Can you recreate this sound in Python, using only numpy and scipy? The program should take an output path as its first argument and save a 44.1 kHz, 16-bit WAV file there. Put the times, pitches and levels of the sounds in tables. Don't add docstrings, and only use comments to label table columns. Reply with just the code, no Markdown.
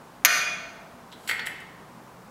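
import sys
import numpy as np
from scipy import signal
from scipy.fft import rfft, irfft
from scipy.io import wavfile

SR = 44100
rng = np.random.default_rng(int(sys.argv[2]) if len(sys.argv) > 2 else 0)


def waveform_to_disk(signal):
    frames = np.transpose(np.atleast_2d(signal))
    scaled = np.clip(frames, -1, 1) * 32767
    samples = np.round(scaled).astype(np.int16)
    wavfile.write(sys.argv[1], SR, samples)


N = 101429
TOP_HZ = 15700


def gain(db):
    return 10 ** (np.asarray(db) / 20)


def read_curve(points, hz):
    pitches, values = np.array(points, float).T
    return np.interp(np.log(np.maximum(hz, 1)), np.log(pitches), values)


def drift(steps_per_s):
    steps = rng.standard_normal((256, 2)) @ np.array([1, 1j])
    return np.interp(np.arange(N) / SR * steps_per_s, np.arange(len(steps)), steps)


def shape_tone(sound, tone, peaks=()):
    size = 4096
    hz = np.arange(size // 2 + 1) * SR / size
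    peaks_db = sum(lift / (1 + (2 * (hz - pitch) / width) ** 2) for pitch, width, lift in peaks)
    cepstrum = irfft(np.log(gain(read_curve(tone, hz) + peaks_db)))
    cepstrum[1:size // 2] *= 2
    cepstrum[size // 2 + 1:] = 0
    response = irfft(np.exp(rfft(cepstrum)))
    return signal.fftconvolve(sound, response / np.sqrt(np.sum(response ** 2)))[:N]


def noise(tone, peaks=(), envelope=1):
    return shape_tone(rng.standard_normal(N) * envelope, tone, peaks)


def fade(start_s, fade_s, hold_s=0):
    t = np.arange(N) / SR - start_s
    return (t >= 0) * np.exp(-np.log(1000) * np.maximum(t - hold_s, 0) / fade_s)


def fading_noise(start_s, fades, hold_s):
    spectrum = rfft(rng.standard_normal(N))
    hz = np.arange(N // 2 + 1) * SR / N
    pitches = [pitch for pitch, _ in fades]
    burst = 0
    for share, (_, fade_s) in zip(np.eye(len(fades)), fades):
        band = irfft(spectrum * read_curve(list(zip(pitches, share)), hz), N)
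        burst += band * fade(start_s, fade_s, hold_s)
    return burst


def ring(start_s, notes):
    t = np.arange(N) / SR - start_s
    ringing = 0
    for hz, db, hold_s, fade_s in notes:
        waver = 1 + .3 * drift(steps_per_s=26)
        wave = np.exp(2j * np.pi * (hz * t + rng.random()))
        ringing += gain(db) * np.imag(waver * wave) * fade(start_s, fade_s, hold_s)
    return ringing / np.sqrt(sum(gain(note[1]) ** 2 for note in notes) / 2)


# pitch_hz, relative_level_db
AIR_TONE = [(20, -34), (45, -9), (100, -10.5), (135, -6), (170, 1), (300, -6.5), (600, -7), (1000, -4.5),
            (2000, -17.5), (3200, -24), (8000, -29), (15500, -33.5)]
# pitch_hz, level_db
HUM_NOTES = [(123, -65.5), (156, -64.5), (244, -64), (670, -76)]


def background():
    t = np.arange(N) / SR
    hum = 0
    for hz, db in HUM_NOTES:
        note = np.real(drift(steps_per_s=6.2) * np.exp(2j * np.pi * hz * t))
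        hum += gain(db) * note / np.sqrt(np.mean(note ** 2))
    return gain(-48) * noise(AIR_TONE) + hum


# pitch_hz, fade_s
ECHO_FADES = [(300, 0.93), (2000, 0.92), (5000, 0.88), (9000, 0.37), (15000, .3)]
# pitch_hz, relative_level_db
ECHO_TONE = [(300, 8.5), (2000, 3), (4500, -1), (8000, -0.5), (15000, 1.5)]


def room_echo(sound):
    echo = fading_noise(start_s=0.007, fades=ECHO_FADES, hold_s=0.0067)
    echo = shape_tone(echo / np.sqrt(np.sum(echo ** 2)), ECHO_TONE)
    return gain(-5.5) * signal.fftconvolve(sound, echo)[:N]


# start_s, knock_db, chink_db, chink_pitch_hz, scrape_db, scrape_fade_s
TOUCHES = [(1.1173, -70, -49, 4900, -63, 0.027), (1.125, -48.5, -43, 3930, -53, 0.055),
           (1.2755, -33.5, -46, 4400, -34, 0.14), (1.2897, -25, -35, 4400, -33.5, 0.12),
           (1.2952, -19.5, -34.5, 4400, -37.5, 0.12), (1.311, -20.5, -36.5, 4400, -37, 0.04),
           (1.3935, -24.5, -34.5, 4325, -55, 0.066), (1.4578, -35, -64, 4480, -42, 0.07),
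           (1.4645, -40, -60, 4400, -32.5, 0.06), (1.4700, -24, -62, 4500, -43, 0.026),
           (1.6026, -43, -63, 4400, -50.5, 0.071)]
# pitch_hz, relative_level_db
KNOCK_TONE = [(150, -27), (420, -17), (900, -12), (1100, -18.5), (1500, -3), (1700, -5.5), (2100, 2),
              (2550, -7.5), (3200, -8.5), (3900, -29), (8000, -40)]
CHINK_TONE = [(1000, -12), (2800, -1), (3600, 2.5), (4100, -3.5), (4800, -12.5), (5800, -13), (12000, -30)]
SCRAPE_TONE = [(1000, -14.5), (3000, 3), (6200, -6), (7400, 1.5), (10000, -5), (11300, -4), (12500, -6.5),
               (15400, -10), (16000, -16)]
# pitch_hz, width_hz, boost_db
WRENCH_BOOSTS = [(3200, 200, 4), (4020, 160, 5), (4400, 150, 8), (4720, 130, 7), (5550, 200, 5),
                 (7870, 200, 8), (9100, 300, 5), (11170, 200, 10), (11850, 300, 5), (13150, 350, 8),
                 (14930, 150, 8)]
# pitch_hz, relative_level_db, hold_s, fade_s
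WRENCH_NOTES = [(1490, -8, 0, .5), (1825, -8, 0, .5), (1903, -3, 0, .6), (2075, -3, 0, .55),
                (2172, 0, 0, .6), (2420, -8, 0, .5)]


def wrench_clinks():
    t = np.arange(N) / SR
    knock, chink, ringing = 0, 0, 0
    scrape = gain(-55) * np.exp(-np.abs(t - 1.27) / 0.082)
    for start_s, knock_db, chink_db, chink_hz, scrape_db, scrape_fade_s in TOUCHES:
        knock = np.hypot(knock, gain(knock_db) * fade(start_s, fade_s=0.039))
        chink = np.hypot(chink, gain(chink_db) * fade(start_s, fade_s=0.066))
        scrape = np.hypot(scrape, gain(scrape_db) * fade(start_s, scrape_fade_s))
        ringing += gain(knock_db - 15.5) * ring(start_s, WRENCH_NOTES)
        jaw_notes = [(chink_hz, 0, 0, 0.2), (chink_hz * 1.072, -4, 0, 0.2)]
        ringing += gain(chink_db - 10) * ring(start_s, jaw_notes)
    touches = (noise(KNOCK_TONE, envelope=knock)
               + noise(CHINK_TONE, WRENCH_BOOSTS, envelope=chink)
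               + noise(SCRAPE_TONE, WRENCH_BOOSTS, envelope=scrape))
    return touches + ringing + room_echo(touches)


# pitch_hz, relative_level_db
CRACK_TONE = [(150, -32), (400, -15), (750, -6), (1050, -9), (1500, -4), (2100, 1), (3800, -8), (5500, -5),
              (6500, 3), (7800, -14), (10500, -9), (13000, -1), (15000, -14)]
BUZZ_TONE = [(120, -45), (350, -21.5), (750, -5), (1050, -1.5), (1500, -7), (2100, 6.5), (3800, -7),
             (6500, 4), (7800, -15), (12800, -2), (15500, -17)]
PING_ECHO_TONE = [(150, -30.5), (450, -17), (1050, -13), (1350, -3), (2300, -2.5), (2750, -8.5),
                  (4000, -14), (5250, -13), (5650, -20), (5950, -7), (6750, -13.5), (7800, -28.5),
                  (8400, -23), (13200, -23), (15000, -42)]
# pitch_hz, relative_level_db, hold_s, fade_s
SPOKE_NOTES = [(613, -18, .1, 2.0), (669, -22, .5, 2.6), (711, -12, .06, 1.4), (1206, -7, .08, 1.0),
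               (1366, -4, .06, 1.1), (1488, -3, .06, 1.0), (1515, -3, .06, 1.0), (1832, 0, .06, .85),
               (2432, -8, .22, .6), (2450, -.5, .22, .6), (2798, -8, .08, .95), (3382, -14, .2, .85),
               (4273, -8.5, .1, .8), (5915, -6, .12, .62), (6097, -8, .06, .75)]
# pitch_hz, fade_s
PING_ECHO_FADES = [(400, 1.0), (2000, 0.98), (6000, 0.76), (10000, .5), (15000, 0.29)]
# pitch_hz, width_hz, boost_db
PING_ECHO_BOOSTS = [(1180, 50, 6), (2200, 70, 5), (2400, 70, 5), (3210, 50, 5), (3630, 50, 8),
                    (4280, 130, 7), (4810, 170, 9), (6400, 130, 4), (6660, 140, 8), (9110, 100, 14),
                    (12920, 120, 6), (13610, 130, 8), (14200, 90, 12)]


def spoke_ping(start_s):
    t = np.arange(N) / SR - start_s
    click_s = .0018
    sweep = np.sqrt(2) * np.sin(np.pi * TOP_HZ * t ** 2 / click_s)
    click = sweep * ((t >= 0) & (t < click_s))
    crack = gain(-7.7) * shape_tone(click, CRACK_TONE)
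    buzz = gain(-14.5) * noise(BUZZ_TONE, envelope=fade(start_s, fade_s=.035, hold_s=.010))
    spoke = gain(-24.7) * ring(start_s, SPOKE_NOTES)
    echo = fading_noise(start_s, PING_ECHO_FADES, hold_s=0.12)
    echo = gain(-24.8) * shape_tone(echo, PING_ECHO_TONE, PING_ECHO_BOOSTS)
    return crack + buzz + spoke + echo


def scene():
    return (spoke_ping(start_s=0.249) + wrench_clinks() + background())[None]


def record(dry):
    treble_cut = signal.ellip(8, .2, 70, TOP_HZ, fs=SR, output="sos")
    return signal.sosfilt(treble_cut, np.clip(dry, -1, 1))


dry = scene()
out = record(dry)
waveform_to_disk(out)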